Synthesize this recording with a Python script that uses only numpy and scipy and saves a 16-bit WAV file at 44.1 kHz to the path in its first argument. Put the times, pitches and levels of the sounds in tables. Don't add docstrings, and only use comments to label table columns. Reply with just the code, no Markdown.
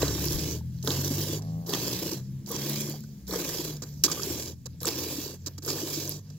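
import sys
import numpy as np
from scipy import signal
from scipy.fft import rfft, irfft, next_fast_len
from scipy.io import wavfile
from scipy.ndimage import uniform_filter1d

SR = 44100
rng = np.random.default_rng(int(sys.argv[2]) if len(sys.argv) > 2 else 0)


def file_out(sig):
    cols = np.atleast_2d(sig).T
    lim = np.clip(cols, -1, 1)
    pcm = np.round(lim * 32767).astype(np.int16)
    wavfile.write(sys.argv[1], SR, pcm)


def invert_db(level):
    return 10 ** (np.asarray(level, dtype=float) / 20)


N = 281342

# start in seconds, time to punch through the foam in seconds, length in seconds,
# hiss level in dB, slackening time in seconds.
SQUIRTS = [
    (-.025, 0.041, 0.65, -35.5, 0.049),
    (0.836, 0.069, 0.58, -35.5, 0.019),
    (1.666, 0.067, 0.57, -35, 0.058),
    (2.472, 0.081, 0.52, -37.5, 0.043),
    (2.923, 0.04, 0.1, -57, 0.0074),
    (3.276, 0.068, 0.53, -35, 0.069),
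    (4.04, 0.0051, .52, -37.5, 0.044),
    (4.811, 0.061, 0.58, -37, 0.057),
    (5.633, 0.067, 0.59, -37.5, 0.064),
]
# body level in dB re hiss, punch share as a ratio.
LANDINGS = [(3, 0.7), (0, 1.3), (3, 1.1), (2, .9), (0, .9), (.5, 0.18), (-.5, 0.5), (1, 2.2), (-1, 2.1)]
# frequency in Hz, level in dB per Hz.
HISS_SPECTRUM = [(1400, -24.5), (2300, -2), (2900, -3), (3300, -2), (4400, -1.5), (5000, 1), (7400, 0),
                 (8200, -8.5), (9200, -8), (11000, -5.5), (12300, 1.5), (14000, -2), (15600, 1.5),
                 (16300, -5)]
# start in seconds, peak in dB, length in seconds,
# fall along it in dB, low slap in dB re peak.
DRIBBLES = [(0.042, -33.5, 0.079, 3.5, 4), (0.017, -20, 0.01, 28, 6), (0.028, -28, 0.01, 13, 14.5),
            (0.874, -22.5, 0.018, 23, 11), (1.747, -29.5, 0.01, 5, 4.5), (0.826, -31, 0.0094, 12.5, -17),
            (1.42, -36, 0.0062, 10, -5), (1.662, -36, 0.012, 8, -22), (2.46, -39.5, 0.014, 2, -17),
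            (3.036, -43, 0.01, 16, 0), (3.82, -32, 0.02, 5, -2.5), (4.037, -9.5, 0.03, 13.5, -14.5),
            (4.114, -17, 0.02, 16, -9.5), (4.657, -30, 0.011, 3, -7), (4.803, -35.5, 0.013, 15, -21),
            (5.461, -23, 0.0091, 14, -10), (5.468, -29.5, 0.015, 3.5, -7), (3.268, -39, 0.01, 10, -34.5),
            (5.579, -31.5, 0.0087, 5, -7.5), (5.621, -39.5, 0.011, 3, -9), (5.676, -28, 0.011, 0, -1.5),
            (5.687, -28.5, 0.034, 2, -27), (5.927, -31.5, 0.066, 3.5, -26), (5.998, -35, .07, 6, -22),
            (6.099, -36, 0.094, 11, -28), (5.647, -30, 0.01, 11, -18), (6.302, -40.5, .01, 22, 2)]
# frequency in Hz, level in dB per Hz.
SLAP_SPECTRUM = [(150, -43), (280, 12), (500, 4), (800, -9.5), (1300, -1.5), (2000, -15.5), (3000, -52)]
# start in seconds, peak in dB, T60 in seconds.
SPARKS = [(0.2383, -39, 0.012), (0.255, -18.5, 0.014), (0.8479, -28, 0.012), (1.6985, -24, 0.012),
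          (2.4951, -36, 0.013), (2.5167, -23, 0.018), (2.5869, -40, 0.012), (2.6962, -17.5, 0.012),
          (2.809, -21.5, 0.014), (2.897, -23, 0.014), (3.0064, -41, 0.012), (3.3088, -32, 0.013),
          (3.3357, -27, 0.012), (3.7363, -36, 0.012), (4.0375, -14, 0.0071), (4.1, -24, 0.012),
          (4.1818, -32, 0.0084), (4.321, -27, 0.012), (4.831, -21, 0.013), (5.1202, -37, 0.012),
          (5.462, -37, 0.012), (5.631, -36, 0.011), (5.662, -22, 0.014), (6.0933, -19, 0.012)]
# start in seconds, peak in dB, pitch in Hz, T60 in seconds.
SPITS = [(0.021, -19.5, 2470, .005), (.026, -24.5, 4060, 0.011), (0.081, -28, 4050, 0.0091),
         (.8925, -31, 7000, .01), (.9045, -32, 7100, 0.0055), (1.2153, -22.5, 5850, .006),
         (1.744, -27, 3380, 0.0089), (1.748, -27, 6900, 0.0065), (3.2774, -40, 4050, .008),
         (4.398, -32, 4820, 0.0074), (6.12, -33, 4894, 0.013), (6.3006, -42.5, 5050, .008),
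         (6.356, -65, 7360, 0.0076), (0.787, -52, 4300, .015), (5.96, -33, 4970, 0.011),
         (6.097, -36.5, 5200, 0.006), (0.2563, -44, 4690, 0.008), (0.2845, -20, 5260, 0.0056),
         (0.875, -15.5, 3680, 0.004), (0.9052, -17.5, 3850, 0.0057), (1.695, -23, 4100, 0.0026),
         (1.7372, -16, 3480, 0.0047), (2.515, -35, 7850, 0.008), (2.5636, -26, 6140, 0.013),
         (2.693, -54, 12200, 0.0063), (2.8984, -36, 7230, 0.0072), (3.006, -46, 7300, .009),
         (3.0355, -51, 7500, 0.0086), (3.31, -32, 4150, 0.011), (3.769, -32.5, 5270, 0.0055),
         (4.0381, -15.5, 4870, 0.0092), (4.2332, -17, 5660, 0.0038), (4.476, -34, 5200, 0.0099),
         (4.832, -37, 4230, 0.011), (4.8553, -16, 7950, 0.0061), (4.869, -21.5, 5450, 0.0084),
         (4.8875, -17, 5100, 0.0063), (4.923, -27, 5400, 0.0093), (5.7029, -13, 4750, 0.0028),
         (6.077, -23, 6200, 0.0049)]
# start in seconds, # peak in dB,
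# pitch in Hz.
GULPS = [(0.031, -18, 276), (0.154, -20, 316), (0.288, -28, 294), (0.309, -18.5, 324), (.545, -25.5, 407),
         (0.874, -20, 269), (.954, -22.5, 320), (1.104, -16.5, 258), (1.296, -22, 338), (1.691, -23, 420),
         (1.737, -34, 412), (1.838, -25, 332), (2.019, -21, 323), (2.123, -19, 333), (2.504, -25, 464),
         (3.294, -26.5, 430), (3.338, -31, 433), (3.356, -17.5, 445), (3.561, -26, 377), (3.592, -21, 342),
         (4.047, -22, 278), (4.269, -22.5, 376), (4.302, -22, 353), (4.885, -21.5, 442), (4.963, -31, 306),
         (5.064, -23.5, 416), (5.26, -30.5, 400), (5.664, -27, 452), (5.83, -18, 316), (5.974, -19, 312),
         (0.217, -20, 310), (0.26, -19, 335), (0.357, -30, 320), (0.451, -42, 332), (0.845, -27, 400),
              (0.984, -21.5, 236), (1.18, -21, 330), (1.204, -32, 280), (1.366, -27, 375),
              (1.898, -25, 317), (1.939, -29, 310), (2.053, -29.5, 320), (2.542, -31, 296),
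              (2.598, -30, 344), (2.657, -30, 354), (2.771, -27, 300), (2.849, -28, 350),
              (2.886, -22.5, 315), (3.422, -26.5, 353), (3.482, -30, 320), (3.691, -27, 288),
              (3.819, -34, 256), (4.119, -33, 340), (4.206, -26.5, 412), (4.356, -26, 288),
              (4.661, -43.5, 296), (4.818, -35.5, 465), (4.856, -26, 470), (5.124, -26, 291),
              (5.182, -21, 287), (5.469, -34, 295), (5.585, -34.5, 285), (5.875, -23, 350),
              (5.921, -31, 274)]
# start in seconds, peak in dB, pitch in Hz.
POPS = [(0.071, -35, 1080), (0.189, -38, 806), (0.305, -48, 1640), (0.396, -30, 2280), (0.922, -35, 1150),
        (1.246, -41, 926), (1.393, -43, 980), (1.703, -35, 748), (1.76, -42, 1770), (1.874, -38, 929),
        (2.121, -39, 920), (2.522, -31, 1000), (2.539, -34, 1020), (2.64, -39, 1040), (2.708, -34, 2160),
        (3.312, -35.5, 1170), (4.118, -32, 1190), (4.448, -53, 1000), (4.834, -36, 1190),
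        (4.944, -41.5, 974), (5.088, -32, 2447), (5.286, -45, 972), (5.661, -43, 1230), (5.785, -33, 1730),
        (6.08, -41, 980)]
# start in seconds, peak in dB, pitch in Hz, T60
# in seconds.
MORE_BUBBLES = [(0.02, -24, 1020, 0.022), (0.03, -3.5, 440, 0.016), (0.875, -29, 1660, 0.0071),
                (1.736, -29, 1860, 0.02), (0.608, -45, 870, 0.025), (0.874, -16, 1090, 0.0029),
                (0.889, -43, 885, 0.025), (1.732, -28, 1110, 0.025), (2.506, -37.5, 1150, 0.038),
                (2.561, -48, 746, 0.022), (2.94, -32, 724, 0.019), (3.037, -55, 1470, 0.037),
                (3.336, -20.5, 1180, 0.01), (3.422, -39, 1230, 0.027), (3.603, -39.5, 930, 0.034),
                (4.082, -20, 1180, 0.014), (4.099, -31, 1180, 0.032), (4.172, -38, 1160, 0.048),
                (4.197, -25.5, 1210, 0.015), (4.848, -22, 1250, 0.013), (4.882, -36, 954, 0.029),
                (5.678, -28.5, 1250, 0.022), (5.702, -39, 1200, 0.031)]
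# frequency in Hz, level in dB per Hz.
FIZZ_SPECTRUM = [(250, -22), (330, 9), (450, 10.5), (700, -1), (1100, -11), (2000, -4), (3300, -6),
                 (4800, -2), (7300, 0), (8300, -18), (9800, -19), (12000, -2.5), (15600, -1.5),
                 (16300, -15)]
# peak time in seconds, fizz level in dB, settling in dB per second.
STIRS = [(.5, -59.5, 36), (.81, -61, 30), (1.44, -56.5, 19), (2.18, -60, 45), (2.45, -73, 30),
         (2.98, -55, 50), (3.1, -62, 80), (3.74, -66, 25), (3.86, -51, 56), (3.96, -64, 62),
         (4.55, -72, 60), (4.69, -66.5, 52.5), (5.34, -68, 24), (5.49, -56, 112), (6.17, -58, 108.5),
         (6.33, -63.5, 86)]
# centre in Hz, width in Hz, gain in dB.
PAIL_MODES = [(1020, 410, 3), (1359, 110, -8.5), (1660, 450, 4), (2100, 250, -2), (3303, 93, 6),
              (4000, 98, 4.5), (4750, 160, 5), (5880, 740, 4), (6990, 210, 3.5), (7530, 310, 4),
              (11400, 290, 4)]
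# time in seconds, centre in Hz, depth from 0 to 1.
ECHO_NOTCH = [(0, 2330, 0.7), (.14, 2300, 0.65), (.4, 2350, 0.38), (.9, 2410, 0.74), (1.3, 2470, 0.55),
              (1.71, 2350, 0.7), (1.85, 2350, 0.53), (2.1, 2250, 0.46), (3.2, 2800, 0.17), (3.3, 2680, 1),
              (3.42, 2820, 0.16), (3.7, 2080, 0.2), (6.38, 2090, 0.52)]
# start in seconds, peak in dB, pitch in Hz, T60 in seconds.
KNOCKS = [
    (0.344, -23, 52, 0.09),
]
# time in seconds, shaft rate in Hz, level in dB.
PULL = [(0, 33.66, -38), (.75, 42.1, -38), (1.16, 49, -35), (1.58, 54.6, -37), (1.97, 61.2, -39),
        (2.3, 66, -40), (2.7, 70.6, -39), (3.0, 73.4, -41), (3.1, 71.1, -49), (3.23, 65.4, -52),
        (3.46, 56.3, -50), (3.85, 47.3, -52.5)]
# time in seconds, shaft rate in Hz, level in dB.
CRUISE = [(3.8, 35.46, -50.5), (4.0, 37.3, -47.5), (4.12, 41.33, -48), (4.3, 40.6, -47.5),
          (5.43, 44.63, -50), (5.75, 48.3, -47.5), (6.19, 49.12, -45), (6.38, 51.6, -45.5)]
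# multiple of shaft rate, level pulling in dB, level coasting in dB,
# slope in dB per Hz of shaft above 45 Hz.
ORDER_MIX = [(1, -26, -5, -0.37), (1.5, -23, -35, 0), (2, 0, -5.5, 0), (2.5, -20, -6, 0), (3, 0, 8.5, 0),
             (3.5, -41, -24, 0.5), (4, -5, -22, -0.83), (5, -9.5, -8, -0.5)]
# frequency in Hz, gain in dB.
EXHAUST = [(35, -3), (60, 6), (100, -3.5), (140, 2.5), (180, -4), (220, -8), (260, -4), (400, 2)]
# time in seconds, multiple of shaft rate, # depth
# in dB (negative lifts the order).
FADES = [(0.181, 4, 10.5), (.45, 3, 12), (.8, 2, 10), (1.28, 3, 2.5), (1.7, 2, 12), (2.08, 2, 10.5),
         (2.5, 2, 12.5), (2.65, 3, -3), (2.8, 3, -10), (3.0, 1, 5), (3.27, 1, -14.5), (3.36, 3, -3.5),
         (3.5, 3, 7), (3.93, 4, -6), (3.92, 3, 7), (4.3, 3, 4), (1.55, 3, -6), (3.85, 2, 16), (4.15, 2, 2),
         (5.15, 2, -2), (5.5, 2, -2), (2.28, 2, -2.5), (5.8, 2, -2.5), (5.95, 3, 2.5), (5.949, 2, 5),
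         (6.12, 2, 3)]
# frequency in Hz, level in dB per Hz.
ROAD_SPECTRUM = [(25, -30), (45, -6), (80, -2), (140, 6.5), (220, -3), (320, -12.5), (500, -41)]
# time in seconds, level in dB.
ROAD_LEVEL = [(0, -37), (1, -44.5), (2, -42), (3.002, -46), (3.3, -46.5), (4, -45), (5, -48.5),
              (6.38, -51.5)]
# time in seconds, pitch in Hz, level in dB.
LOWING = [(1.2, 76.7, -71), (1.3, 79.5, -58), (1.45, 82.9, -52.5), (1.58, 85.7, -52.5), (1.8, 86.5, -54),
          (1.95, 84, -73), (2.05, 82, -75)]
# frequency in Hz, gain in dB.
THROAT = [(300, -25), (430, 8), (520, 9), (690, 7.5), (780, 9), (900, -5), (1120, 2), (1400, -20)]
# frequency in Hz, level in dB per Hz.
YARD_SPECTRUM = [(220, -5), (320, -11), (450, 7), (650, -26), (1000, -5), (1500, -25)]
# frequency in Hz, level in dB per Hz.
BUFFET_SPECTRUM = [(15, -6), (35, 4), (55, -2), (90, -24), (150, -24)]
# time in seconds, level in dB.
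GUSTS = [(0.0, -50), (0.14, -64), (0.37, -40), (0.43, -67), (2.38, -82), (3.2, -60), (5.67, -90),
         (6.38, -62)]
# frequency in Hz, left-right correlation from 0 to 1.
PORT_LIKENESS = [(30, .45), (60, .82), (150, .985), (400, .975), (1100, .88), (2000, .5), (5000, .55),
                 (7000, .33), (15000, .27)]
# frequency in Hz, left minus right in dB.
PORT_BALANCE = [(30, -3), (70, -1), (200, 1.5), (600, 4), (1200, -0.5), (1700, -5), (2200, 9), (3500, -5.5),
                (5000, -10.5), (7500, -3.5), (9000, -0.5), (12000, -2.5), (15500, 2.5)]
# frequency in Hz, phase in radians.
PORT_LEAD = [(0, 0), (1500, .3), (3000, .3), (4200, 1), (5500, 2.5), (7500, 6.5), (10000, 11), (16000, 22)]

FIRST_DB, PUNCH_DB, PUNCH_S, SLACK_DB = -11.5, 3.5, 0.022, -26
ARCH_DB, SHEEN_ARCH_DB, SHEEN_HZ = 1.5, 4.5, 9500
THIN_HZ, THIN_BODY_DB, THIN_SHEEN_DB = 2960, -41, 8.5
BODY_SLACK = 1.75
GULP_DB, GULP_PUNCH_DB, GULP_SLACK = -3, 5.5, 0.82
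SMALL_DB, SMALL_PUNCH_DB, SMALL_SAG_DB_PER_S, SMALL_SLACK = -11, 7, 13, 0.61
GULP_CYCLES, POP_CYCLES = 18, 21
FOAM_REST_DB, SWELL_DB_PER_S = -68, 120
FADE_S = 0.079
YARD_DB = -76


def evened(x):
    return x / np.sqrt(np.mean(x ** 2) + 1e-20)


def read(points, hz):
    f, value = np.transpose(points)
    return np.interp(np.log(hz + 1), np.log(f + 1), value)


def over_time(s, values):
    return np.interp(np.arange(N) / SR, s, values)


def along(rows):
    s, *columns = np.transpose(rows)
    t = np.arange(s[0], s[-1], 1 / SR)
    return t, [np.interp(t, s, c) for c in columns]


def add(mix, s, sound):
    part = mix[..., round(s * SR):][..., :sound.shape[-1]]
    part += sound[..., :part.shape[-1]]


def coloured(x, db_of):
    hz = abs(np.fft.fftfreq(4096, 1 / SR))
    log_gain = np.log(invert_db(np.maximum(db_of(hz), -100)))
    taps = np.fft.ifft(np.exp(log_gain - 1j * signal.hilbert(log_gain).imag)).real[:2048]
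    return evened(signal.oaconvolve(x, taps[None], axes=1)[:, :N])


def shaped_noise(spectrum):
    return coloured(rng.standard_normal((2, N)), lambda hz: read(spectrum, hz))


def wander(hz, size=N):
    return evened(signal.sosfilt(signal.butter(2, hz, fs=SR, output="sos"), rng.standard_normal(size)))


def ring(db, hz, t60, glide=0., rise=.001):
    t = np.arange(round(t60 * SR) + 20) / SR
    envelope = invert_db(db - 60 * t / t60) * (1 - np.exp(-t / rise))
    return envelope * np.sin(2 * np.pi * hz * t * (1 + glide * t / t60))


def crackle(per_s, spread_db):
    chance, side, size = rng.random((3, N))
    ticks = (chance < per_s / SR) * np.sign(side - .5)
    return evened(ticks * invert_db(-spread_db * np.log(size + 0.016)))


def patter(share, per_s, spread_db):
    flares = uniform_filter1d(crackle(per_s, spread_db) ** 2, size=24)
    return rng.standard_normal((2, N)) * np.sqrt(1 + share * flares)


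def patchy(x, patch_db, size=3):
    z = signal.stft(x, nperseg=512, noverlap=384)[2]
    patches = uniform_filter1d(rng.standard_normal(z.shape[1:]), size=size, axis=0)
    patches = uniform_filter1d(patches, size=28, axis=1)
    return signal.istft(z * invert_db(patch_db * evened(patches)), nperseg=512, noverlap=384)[1][:, :N]


def jet_levels():
    start, rise, length, db, slack_s = np.transpose(SQUIRTS)[:, :, None]
    body_db, share = np.transpose(LANDINGS)[:, :, None]
    t = np.arange(N) / SR - start
    on = np.clip(np.minimum(t / 0.0011, (length - t) / 0.034), 0, 1)
    punch = np.exp(-abs(t - rise) / PUNCH_S)
    punch_db = PUNCH_DB * share * punch
    slack_db = SLACK_DB * np.exp(np.minimum(t - length, 0) / slack_s)
    arch = np.sin(np.pi * np.clip(t / length, 0, 1)) - .7
    thin = np.clip(1 - t / rise, 0, 1)
    flow_db = db + FIRST_DB * thin
    sag_db = SMALL_SAG_DB_PER_S * np.clip(t, 0, 1)
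    layers_db = (
        body_db + punch_db + ARCH_DB * arch + BODY_SLACK * slack_db + THIN_BODY_DB * np.sqrt(thin),
        punch_db + ARCH_DB * arch + slack_db,
        punch_db + SHEEN_ARCH_DB * arch + slack_db + THIN_SHEEN_DB * thin,
        GULP_DB + GULP_PUNCH_DB * punch + GULP_SLACK * slack_db,
        SMALL_DB + SMALL_PUNCH_DB * punch - sag_db + SMALL_SLACK * slack_db)
    return [(on * invert_db(flow_db + layer_db)).sum(axis=0) for layer_db in layers_db]


def bubble_swarm(low_hz, high_hz, per_s, cycles, spread_db, tilt_db, count=18):
    train, kind, out = crackle(per_s, spread_db), rng.integers(0, count, N), np.zeros(N)
    for k, hz in enumerate(np.geomspace(low_hz, high_hz, count)):
        bubble = ring(tilt_db * k / count, hz, cycles / hz, glide=0.41, rise=0.74 / hz)
        out += signal.oaconvolve(train * (kind == k), bubble)[:N]
    return evened(np.array([out, np.roll(out, N // 2)]))


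def squirts():
    wobble = invert_db(1.6 * wander(45.0) + 0.38 * wander(100))
    hiss = coloured(wobble * patter(0.48, 1200, 3.5), lambda hz: read(HISS_SPECTRUM, hz))
    hiss = patchy(hiss, patch_db=2.8)
    sheen = signal.sosfiltfilt(signal.butter(4, SHEEN_HZ, "high", fs=SR, output="sos"), hiss)
    body = signal.sosfiltfilt(signal.butter(8, THIN_HZ, fs=SR, output="sos"), hiss)
    gulping = evened(bubble_swarm(261.3, 567, 1700, 15.2, 2.15, tilt_db=-8.0) * wobble)
    small = evened(bubble_swarm(704, 2570, 2500, 12.4, 3.45, tilt_db=3.5) * wobble)
    layers = (body, hiss - sheen - body, sheen, gulping, small)
    return sum(level * layer for level, layer in zip(jet_levels(), layers))


def dribbles(grains, dull_hiss):
    out, t = np.zeros((2, N)), np.arange(3300) / SR
    slap = coloured(grains, lambda hz: read(SLAP_SPECTRUM, hz))
    for s, db, length, fall_db, slap_db in DRIBBLES:
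        part = slice(round(s * SR), round(s * SR) + len(t))
        late = np.maximum(t - length, 0)
        shape = invert_db(db - 6.0 - fall_db * t / length - 3900 * late) * np.minimum(t / 0.0018, 1)
        slop = invert_db(slap_db) * invert_db(2800 * late) * slap[:, part]
        add(out, s, shape * (dull_hiss[:, part] + slop))
    return out


def sparks(grains):
    out, t = np.zeros((2, N)), np.arange(3300) / SR
    spray = coloured(grains, lambda hz: read(HISS_SPECTRUM, hz) - 18.0 * (hz < 8800))
    for s, db, t60 in SPARKS:
        at = round(s * SR)
        add(out, s, invert_db(db - 1.0 - 60 * t / t60) * spray[:, at:at + len(t)])
    return out


def spits(dull_hiss):
    out = np.zeros((2, N))
    for s, db, hz, t60 in SPITS:
        at, tone = round(s * SR), ring(db + 1, .96 * hz, t60, glide=.12, rise=.0003)
        decay = invert_db(db - 60 * np.arange(len(tone)) / SR / t60)
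        add(out, s, 1.48 * tone + 0.55 * decay * dull_hiss[:, at:at + len(tone)])
    return out


def single_bubbles():
    out = np.zeros((2, N))
    gulps = [(s, db, hz, GULP_CYCLES / hz) for s, db, hz in GULPS]
    pops = [(s, db, hz, POP_CYCLES / hz) for s, db, hz in POPS]
    for s, db, hz, t60 in gulps + pops + MORE_BUBBLES:
        add(out, s, ring(db + 1.5, hz, t60, glide=0.054, rise=1.57 / hz))
    return out


def drops():
    grains = patter(.5, 1000, 2.7)
    dull_hiss = coloured(grains, lambda hz: read(HISS_SPECTRUM, hz) - 7.9 * (hz > 8500) - 8.6 * (hz < 3800))
    return dribbles(grains, dull_hiss) + sparks(grains) + spits(dull_hiss) + single_bubbles()


def foam():
    fizz = coloured(invert_db(0.41 * wander(23)) * patter(0.15, 660, 3.3), lambda hz: read(FIZZ_SPECTRUM, hz))
    fizz = patchy(patchy(fizz, patch_db=1.0), patch_db=2.5, size=30)
    s, db, settle_db_per_s = np.transpose(STIRS)[:, :, None]
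    t = np.arange(N) / SR - s
    stirred = invert_db(db + np.minimum(SWELL_DB_PER_S * t, -settle_db_per_s * t))
    return np.sqrt(invert_db(FOAM_REST_DB) ** 2 + (stirred ** 2).sum(axis=0)) * fizz


def pail(x):
    def ripples_db(hz):
        return sum(db / (1 + (2 * (hz - f) / width) ** 2) for f, width, db in PAIL_MODES)

    x = coloured(x, ripples_db) * np.sqrt(np.mean(x ** 2))
    s, hz, depth = np.transpose(ECHO_NOTCH)
    turn = np.exp(2j * np.pi * np.cumsum(over_time(s, hz)) / SR)
    r = np.exp(-np.pi * 550. / SR)
    band = 2 * (turn * signal.lfilter([1 - r], [1, -r], x / turn)).real
    return x - np.clip(over_time(s, depth), 0, 1) * band


def knee():
    out, port_gain = np.zeros((2, N)), invert_db(np.array([[4.], [-11.]]))
    for s, db, hz, t60 in KNOCKS:
        add(out, s, port_gain * ring(db + 11.5, hz, t60, glide=0.062, rise=1.4 / hz))
    return out


def engine(rows, unsteady):
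    t, (hz, level_db) = along(rows)
    coasting = uniform_filter1d(1. * (np.gradient(hz) * SR < -15), size=2000)
    turn = 2 * np.pi * np.cumsum(hz * (1 + 0.0052 * unsteady * wander(11.4, size=len(t)))) / SR
    tone = np.zeros(len(t))
    for k, pull_db, coast_db, rev_db_per_hz in ORDER_MIX:
        db = level_db + pull_db + (coast_db - pull_db) * coasting
        db = db + rev_db_per_hz * (hz - 45) + read(EXHAUST, k * hz)
        for s, order, depth_db in FADES:
            if round(order) == round(k, 1):
                db = db - depth_db * np.exp(-((t - s) / FADE_S) ** 2)
        level = invert_db(db + 1.41 * unsteady * wander(9.5, size=len(t)))
        tone -= np.sqrt(2) * level * np.cos(k * turn + 1.286 * k * k)
    fade_in = (t - t[0] + 0.058 * (t[0] == 0)) / 0.031
    fade = np.clip(np.minimum(fade_in, (t[-1] - t) / 0.024), 0, 1)
    return t[0], np.array([tone, 0.7 * np.roll(tone, 900)]) * fade


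def vehicle():
    out = invert_db(over_time(*np.transpose(ROAD_LEVEL))) * shaped_noise(ROAD_SPECTRUM)
    for rows, unsteady in ((PULL, .75), (CRUISE, 2.2)):
        add(out, *engine(rows, unsteady))
    return out


def cow():
    t, (hz, db) = along(LOWING)
    turn = 2 * np.pi * np.cumsum(hz * (1 + 0.0055 * wander(21, size=len(t)))) / SR
    voice, out = np.zeros(len(t)), np.zeros(N)
    for k in range(3, 18):
        voice += invert_db(read(THROAT, k * hz) + 1.5 * wander(25, size=len(t))) * np.cos(k * turn)
    add(out, t[0], invert_db(db) * evened(voice))
    return out


def air():
    murmur = invert_db(YARD_DB + 4.3 * wander(5.3)) * shaped_noise(YARD_SPECTRUM)
    gusts_db = over_time(*np.transpose(GUSTS)) + np.array([[-1.5], [-9.]])
    return ports(murmur) + invert_db(gusts_db) * shaped_noise(BUFFET_SPECTRUM)


def ports(paths):
    size = next_fast_len(N + SR)
    hz, (first, second) = np.fft.rfftfreq(size, 1 / SR), rfft(paths, size)
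    same, balance = read(PORT_LIKENESS, hz), invert_db(read(PORT_BALANCE, hz) / 2)
    delay = np.exp(-1j * np.interp(hz, *np.transpose(PORT_LEAD)))
    right = same * delay * first + np.sqrt(1 - same ** 2) * second
    return irfft(np.array([first * balance, right / balance]), size)[:, :N]


def scene():
    far_cow = cow()
    near = ports(pail(squirts() + drops() + foam()) + vehicle())
    return near + knee() + air() + np.array([far_cow, np.roll(far_cow, 14)])


def roll_off(x):
    return signal.sosfilt(signal.butter(12, 16820, fs=SR, output="sos"), x)


def record(dry):
    low_pass = signal.firwin(501, 15900, window=("kaiser", 7), fs=SR)
    limited = signal.oaconvolve(np.tanh(dry), low_pass[None], "same")
    return roll_off(limited)


dry = scene()
out = record(dry)
file_out(out)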